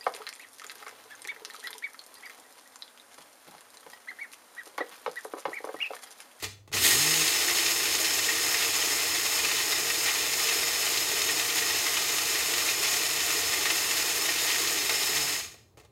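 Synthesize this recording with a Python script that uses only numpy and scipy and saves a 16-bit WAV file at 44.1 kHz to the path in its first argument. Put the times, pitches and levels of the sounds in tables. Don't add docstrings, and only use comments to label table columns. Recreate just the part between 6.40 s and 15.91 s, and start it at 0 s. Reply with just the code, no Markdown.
import sys
import numpy as np
from scipy import signal
from scipy.fft import rfft, irfft
from scipy.io import wavfile
from scipy.ndimage import uniform_filter1d

SR = 44100
rng = np.random.default_rng(int(sys.argv[2]) if len(sys.argv) > 2 else 0)


def unload_wav(signal):
    wavfile.write(
        sys.argv[1],
        SR,
        np.round(np.clip(np.atleast_2d(signal).T, -1, 1) * 32767).astype(np.int16),
    )


N = 419390

# (time [s], level [dB], ping pitch [Hz], decay [s])
LARGE_CRACKS = [(0.329, -25.5, 3630, 0.012), (0.3674, -18.5, 2450, 0.014), (0.4644, -20, 3970, 0.0099),
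                (0.5044, -16, 2980, 0.012), (0.7074, -15.5, 2680, 0.012), (0.8764, -17, 4460, 0.014),
                (1.0814, -22, 2090, 0.012), (1.1672, -17, 2067, 0.009), (1.2614, -21, 3690, 0.0099),
                (1.6437, -15.5, 4220, 0.016), (1.8827, -18, 1870, 0.022), (2.1435, -15.5, 2053, 0.0091),
                (2.2223, -20, 1880, 0.0092), (2.3414, -18.5, 2680, 0.012), (2.4237, -19.5, 2300, 0.014),
                (2.7462, -21, 3970, 0.012), (2.9861, -18, 2463, 0.012), (3.045, -15, 2556, 0.015),
                (3.1123, -16, 2040, 0.0085), (3.323, -20, 2060, 0.011), (3.4974, -17.5, 2620, 0.011),
                (3.6562, -16, 1860, 0.012), (3.6784, -16, 2080, 0.025), (4.0857, -16.5, 2590, 0.013),
                (4.464, -17, 2970, 0.012), (4.571, -16, 4100, 0.012), (4.7631, -20, 1910, 0.0098),
                (4.816, -19, 3650, 0.012), (4.8864, -18, 1850, 0.011), (4.9944, -17, 2670, 0.015),
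                (5.2206, -19, 1870, 0.011), (5.2984, -19, 1930, 0.011), (5.463, -16, 2064, 0.02),
                (5.5679, -14.5, 2460, 0.012), (5.7823, -16.5, 3680, 0.012), (5.9549, -18, 1940, 0.013),
                (6.003, -20, 2680, 0.013), (6.135, -17, 2656, 0.012), (6.2857, -16.5, 2403, 0.012),
                (6.4467, -16.5, 2080, 0.012), (6.5364, -17, 3210, 0.013), (6.8997, -22, 1900, 0.012),
                (7.1296, -18, 2110, 0.013), (7.253, -13, 1870, 0.011), (7.2996, -17, 2580, 0.011),
                (7.5055, -19, 2680, 0.012), (7.5978, -23, 3650, 0.011), (7.886, -16, 1850, 0.012),
                (7.9808, -19.5, 3670, 0.013), (8.098, -18.5, 1833, 0.013), (8.4928, -13.5, 2120, 0.0093),
                (8.7787, -26, 1820, 0.0085)]
# (time [s], chips [dB], grit [dB])
NUDGE_LEVELS = [(0, -44, -54), (.021, -50.5, -61), (.026, -37.5, -40), (.042, -29.5, -41.5),
                (.06, -41, -48), (.1, -55, -73), (.16, -73, -80), (.27, -87, -97)]
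# (time [s], share [0-1])
WHOLE_SHARE = [(0, 0.5), (.35, 0.5), (.44, 1), (.55, 0.75), (.8, 0.7), (1.1, 0.34), (1.8, 0.2), (3, 0.16)]
# (frequency [Hz], level [dB])
CHIP_SPECTRUM = [(200, -31), (500, -16), (800, -5.5), (1600, -2.5), (2000, 3.5), (2800, 0.5), (4200, 1),
                 (5500, -0.5), (7000, -4), (10000, -7.5), (16000, -20.5)]
GRIT_SPECTRUM = [(200, -27), (550, -3), (1000, -1.5), (2200, -1), (4000, -3.5), (5000, 0.5), (5750, -1),
                 (7300, 1), (7700, 1), (9300, 0), (10450, -6), (11400, 2), (12300, -0.5), (13000, -2),
                 (16000, -7.5)]
CRUNCH_SPECTRUM = [(300, -32), (900, -10.5), (2000, -5.5), (2900, 0), (4500, 0), (5700, -7), (7000, 0),
                   (8600, 3.5), (9600, 1), (10700, -6), (12000, 2.5), (13200, -7), (16000, -7)]
KNOCK_SPECTRUM = [(50, -1.5), (120, 4), (220, -13.5), (350, -1.5), (900, -8.5), (2000, -13.5), (4000, -17),
                  (8000, -19), (16000, -27)]
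SCRAPE_SPECTRUM = [(300, -14), (2000, 9), (4000, 10), (6500, -11), (8500, 8), (11000, -4), (16000, -9)]
# (frequency [Hz], width [Hz], lift [dB])
CUP_MODES = [(301.5, 51, 3.5), (430.5, 44, 7), (463, 19, 6.5), (638, 38, 6), (707, 29, 7.5), (849, 28, 7.5),
             (1093, 74, 4.5), (1225, 70, 6), (1390, 51, 3), (1802, 64, 3), (1883, 95, 7.5), (2070, 72, 5),
             (2130, 64, 2.5), (2445, 120, 7), (2659, 86, 8.5), (2980, 112, 7), (3180, 74, 4),
             (3460, 18, 10), (3705, 90, 8), (4054, 86, 6), (4390, 260, 4.5), (4975, 64, 7.5),
             (5360, 110, 2.5), (5850, 80, 4.5), (6180, 90, 8.5), (6410, 70, 7.5), (6860, 122, 11),
             (7070, 79, 5.5), (7690, 87, 5)]
# (frequency [Hz], width [Hz], level [dB])
BLADE_LOW_MODES = [(5165, 80, -1), (5268, 60, 0)]
BLADE_HIGH_MODES = [(6430, 130, -2), (6655, 130, 0)]
# (time [s], low pair [dB], high pair [dB])
BLADE_LEVELS = [(0, -20, -22), (.33, -5, -16), (.45, -12, -8), (.58, -3, -3), (.8, -5, -1), (1, -3.5, -7.5),
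                (8.1, -6, -11), (8.6, -1.5, -15), (9.0, -3, -1.5)]
# (time [s], speed [rev/s])
ROTOR_SPEED = [(.33, 50), (.5, 115), (.59, 140), (.69, 160), (.82, 158), (1.0, 169), (1.2, 172), (1.5, 168),
               (2.0, 158), (3.2, 156.5), (8.2, 160), (8.77, 151), (8.95, 145)]
# (balanced level [dB], gain at full wobble [dB])
HUM_ORDERS = [(-62.5, 19), (-61, 12), (-57, 10.5)]
# (frequency [Hz], width [Hz], lift [dB])
MOUNT_MODES = [(339, 28, 13), (470, 14, 4.5)]
# (start [s], end [s], strength [0-1])
WOBBLE_SPANS = [(0.562, .83, 0.94), (8.735, 8.89, 0.45)]
# (time [s], buzz level [dB])
INRUSH_SURGES = [(.024, -42), (0.329, -43)]
# (time [s], level [dB], relative treble [dB])
KNOCK_EVENTS = [(.024, -29, -2), (0.276, -41.5, -8), (.29, -55, -15), (.316, -35, -4), (9.143, -43, -8.5),
                (9.372, -41, -10), (9.378, -51, -12), (9.387, -49, -9), (9.398, -43.5, -1),
                (9.412, -52, -12), (9.435, -52, -12), (9.448, -48, -3)]
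# (frequency [Hz], level [dB])
HOUSING_SPECTRUM = [(150, -27.5), (250, -14.5), (300, -3.5), (380, 0.5), (475, -5), (510, -13),
                    (800, -11.5), (2000, -36.5), (12000, -74.5)]
COUNTER_SPECTRUM = [(25, -28), (40, -20), (48, -12), (55, -13), (63, -1), (74, 0), (89, -7), (102, -2),
                    (130, -7), (185, -10), (225, -5), (300, -15), (700, -40), (8000, -90)]
AIR_SPECTRUM = [(25, -27), (60, -3.5), (105, 4.5), (170, -16), (350, -9.5), (700, -16.5), (2000, -34),
                (6000, -41), (16000, -37)]

ON_S, OFF_S, SETTLE_S = 0.3245, 8.79, 8.966
BITE_S, BITE_RISE_S = 0.398, 0.052
CRUISE_HZ, MAINS_HZ = 155, 50
PING_WIDTH_HZ, PING_DB = 70, -21
KITCHEN_T60_S, CUTOFF_HZ = 0.29, 15800


def beans():
    chip_level, grit_level = thrown()
    whole = np.clip(in_time(WHOLE_SHARE)[0], 0, 1)
    clumps = from_db(-2 - 1.3 * whole + 1.75 * drift(28))
    chips = chip_level * clumps * impacts(per_s=4500, spread_db=2)
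    grit = grit_level * from_db(-1.5 + 1.07 * drift(24)) * impacts(per_s=10500, spread_db=2.5)
    snaps = grit_level * impacts(per_s=9000, spread_db=2.5)
    coarse = body(chips + shattering(split_hz=2900), CHIP_SPECTRUM, CUP_MODES, band_hz=(1700, 4500))
    fine = body(grit * np.sqrt(1 - whole), GRIT_SPECTRUM, CUP_MODES, band_hz=(7500, 15000))
    crunch = body(snaps * np.sqrt(whole), CRUNCH_SPECTRUM, band_hz=(7500, 15000))
    low_db, high_db = in_time(BLADE_LEVELS)
    blade_low = ring(grit * from_db(low_db + 0.83 * drift(6.5)), BLADE_LOW_MODES)
    blade_high = ring(grit * from_db(high_db), BLADE_HIGH_MODES)
    return coarse + fine + crunch + blade_low + blade_high


def thrown():
    nudge_chips, nudge_grit = from_db(in_time(NUDGE_LEVELS)) * during(NUDGE_LEVELS, fade_s=0.0063)
    chip_db = -31.5 + 6.6 * bite(fall_s=0.51)
    grit_db = -34.6 + 6.7 * bite(fall_s=0.1) + 4.5 * bite(fall_s=0.55)
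    chips = from_db(chip_db) * running(attack_s=0.004, sag_db_per_s=10, fall_db_per_s=120)
    grit = from_db(grit_db) * running(attack_s=0.018, sag_db_per_s=19, fall_db_per_s=127)
    return nudge_chips + chips, nudge_grit + grit


def shattering(split_hz, size=4096):
    t = np.arange(size) / SR
    fragments = impacts(per_s=8000, spread_db=0.7)
    low = butterworth(fragments, 3, split_hz, "low")
    high = butterworth(fragments, 3, split_hz, "high")
    showers = np.zeros(N + size)
    for time_s, level_db, ping_hz, fall_s in list(LARGE_CRACKS) + small_cracks():
        span = slice(int(time_s * SR), int(time_s * SR) + size)
        light = np.interp(ping_hz, [1900, 4300], [0.2, 0.8])
        debris = np.sqrt(1 - light) * low[span] + np.sqrt(light) * high[span]
        envelope = (1 - np.exp(-t / 0.0015)) * np.exp(-t / fall_s)
        shower = from_db(level_db - 8) * envelope / envelope.max() * debris
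        ping = from_db(PING_DB) * ring(shower, [(ping_hz, PING_WIDTH_HZ, 0)])
        showers[span] += shower + ping
    return showers[:N]


def small_cracks(count=45, level_db=-23, spread_db=2, fall_s=0.009):
    when, size, pitch = rng.random((count, 3)).T
    times_s = BITE_S + when * (OFF_S - BITE_S)
    levels_db = level_db + spread_db * (2 * size - 1)
    pings_hz = 1800 * 2.2 ** pitch
    return list(zip(times_s, levels_db, pings_hz, [fall_s] * count))


def bite(fall_s):
    return np.clip(since(BITE_S) / BITE_RISE_S, 0, 1) * np.exp(-since(BITE_S + BITE_RISE_S) / fall_s)


def running(attack_s, sag_db_per_s, fall_db_per_s):
    rise = 1 - np.exp(-since(ON_S) / attack_s)
    return rise * from_db(-sag_db_per_s * since(OFF_S) - fall_db_per_s * since(SETTLE_S))


def base():
    times_s, surge_db = np.transpose(INRUSH_SURGES)
    slowness = np.clip(1 - in_time(ROTOR_SPEED)[0] / CRUISE_HZ, 0, 0.3)
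    rattle = from_db(-42.5 + 5.5 * bite(fall_s=0.13) + 0.6 * drift(3))
    rattle *= running(attack_s=0.02, sag_db_per_s=38, fall_db_per_s=37)
    rattle += bursts(times_s, surge_db + 1, rise_s=0.006, fall_s=0.022)
    rumble = from_db(-59.5 + 28 * slowness + 2.5 * bite(fall_s=0.45) + 0.8 * drift(2.2))
    rumble *= running(attack_s=0.02, sag_db_per_s=11.5, fall_db_per_s=32)
    rumble += bursts(times_s, surge_db - 11.5, rise_s=0.006, fall_s=0.06)
    jolts = rattle * from_db(-3) * impacts(per_s=900, spread_db=2)
    thuds = rumble * from_db(-1.1) * impacts(per_s=770, spread_db=-0.7)
    housing = body(jolts, HOUSING_SPECTRUM, CUP_MODES, band_hz=(270, 520))
    counter = body(thuds, COUNTER_SPECTRUM, band_hz=(55, 125))
    return housing + counter


def rotor():
    speed_hz = in_time(ROTOR_SPEED)[0]
    angle_rad = 2 * np.pi * np.cumsum(speed_hz * (1 + 0.008 * drift(6.5))) / SR
    wobble = sum(strength * during([(start_s,), (end_s,)], fade_s=0.055)
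                 for start_s, end_s, strength in WOBBLE_SPANS)
    hum = 0
    for order, (balanced_db, wobble_db) in enumerate(HUM_ORDERS, 1):
        mount_db = resonance_db(order * speed_hz, MOUNT_MODES)
        rms_db = balanced_db + wobble_db * wobble + mount_db + 2 * drift(11)
        hum += np.sqrt(2) * from_db(rms_db) * np.sin(order * angle_rad)
    return hum * during(ROTOR_SPEED, fade_s=0.066)


def stator():
    times_s, surge_db = np.transpose(INRUSH_SURGES)
    inrush = bursts(times_s, surge_db, rise_s=0.012, fall_s=0.07)
    steady = from_db(-64.5) * during(ROTOR_SPEED, fade_s=0.02)
    return (inrush + steady) * np.sin(2 * np.pi * 2 * MAINS_HZ * np.arange(N) / SR)


def knocks():
    times_s, level_db, treble_db = np.transpose(KNOCK_EVENTS)
    dull = bursts(times_s, level_db - 6.5, rise_s=0.00028, fall_s=0.0092)
    bright = bursts(times_s, level_db + treble_db - 13, rise_s=0.0003, fall_s=0.007)
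    knock = body(dull * rng.standard_normal(N), KNOCK_SPECTRUM, CUP_MODES)
    scrape = body(bright * rng.standard_normal(N), SCRAPE_SPECTRUM)
    return knock + scrape


def kitchen(x, wet_db, delay_s, size=32768, smooth_bins=15):
    t = np.arange(size) / SR
    tail = rng.standard_normal(size) * from_db(-60 * t / KITCHEN_T60_S) * (t > delay_s)
    tail = butterworth(tail / np.sqrt(np.sum(tail ** 2)), 1, [500, 11000], "band")
    room = 1 + from_db(wet_db) * rfft(tail)
    flatten = 1 / np.sqrt(uniform_filter1d(np.abs(room) ** 2, smooth_bins))
    return signal.oaconvolve(x, irfft(room * minimum_phase(flatten)))[:N]


def room_air():
    return from_db(-62) * body(rng.standard_normal(N), AIR_SPECTRUM)


def body(force, spectrum, modes=(), band_hz=(0, SR), size=16384):
    hz = np.maximum(np.fft.rfftfreq(size, 1 / SR), 1)
    points_hz, points_db = np.transpose(spectrum)
    gain = from_db(np.interp(np.log(hz), np.log(points_hz), points_db) + resonance_db(hz, modes))
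    gain /= np.sqrt(np.mean(gain ** 2 * (hz >= band_hz[0]) * (hz <= band_hz[1])))
    return signal.oaconvolve(force, irfft(minimum_phase(gain)))[:N]


def resonance_db(hz, modes):
    return sum(lift_db / (1 + (2 * (hz - centre_hz) / width_hz) ** 2)
               for centre_hz, width_hz, lift_db in modes)


def ring(force, modes):
    ringing, power = 0, 0
    for hz, width_hz, level_db in modes:
        radius = np.exp(-np.pi * width_hz / SR)
        poles = [1, -2 * radius * np.cos(2 * np.pi * hz / SR), radius ** 2]
        mode = signal.lfilter([1, 0, -1], poles, force + 1e-18)
        ringing += from_db(level_db) * np.sqrt((1 - radius ** 2) / 2) * mode
        power += from_db(level_db) ** 2
    return ringing / np.sqrt(power)


def minimum_phase(gain):
    cepstrum = irfft(np.log(gain))
    half = len(cepstrum) // 2
    cepstrum[1:half] *= 2
    cepstrum[half + 1:] = 0
    return np.exp(rfft(cepstrum))


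def impacts(per_s, spread_db):
    sizes = from_db(spread_db * np.minimum(rng.exponential(1, N), 4))
    hits = rng.random(N) < per_s / SR
    return unit_rms(hits * sizes * rng.choice([-1, 1], N))


def bursts(times_s, levels_db, rise_s, fall_s):
    kicks = np.zeros(N)
    kicks[np.round(times_s * SR).astype(int)] = from_db(levels_db)
    t = np.arange(SR // 4) / SR
    shape = (1 - np.exp(-t / rise_s)) * np.exp(-t / fall_s)
    return signal.fftconvolve(kicks, shape / shape.max())[:N]


def drift(corner_hz, hop=40, warmup=2000):
    pole = np.exp(-2 * np.pi * corner_hz * hop / SR)
    noise = rng.standard_normal(N // hop + warmup + 2)
    slow = signal.lfilter([1], [1, -2 * pole, pole ** 2], noise)[warmup:]
    return np.interp(np.arange(N) / hop, np.arange(len(slow)), unit_rms(slow))


def in_time(rows):
    times_s, *columns = np.transpose(rows)
    return [np.interp(np.arange(N) / SR, times_s, column) for column in columns]


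def during(rows, fade_s):
    t = np.arange(N) / SR
    return np.clip(np.minimum(t - rows[0][0], rows[-1][0] - t) / fade_s + 1, 0, 1)


def since(start_s):
    return np.maximum(np.arange(N) / SR - start_s, 0)


def butterworth(x, order, edge_hz, kind):
    return signal.sosfilt(signal.butter(order, edge_hz, kind, fs=SR, output="sos"), x)


def from_db(db):
    return 10 ** (np.asarray(db) / 20)


def unit_rms(x):
    return x / np.sqrt(np.mean(x ** 2) + 1e-20)


def scene():
    air = room_air()
    contacts = kitchen(beans() + knocks(), wet_db=-4.5, delay_s=0.0018)
    mono = contacts + base() + rotor() + stator() + air
    return np.array([mono, mono])


def record(dry):
    thin = butterworth(dry, 4, 42, "high")
    return signal.sosfilt(signal.ellip(12, 0.1, 80, CUTOFF_HZ, fs=SR, output="sos"), thin)


dry = scene()
out = record(dry)
unload_wav(out)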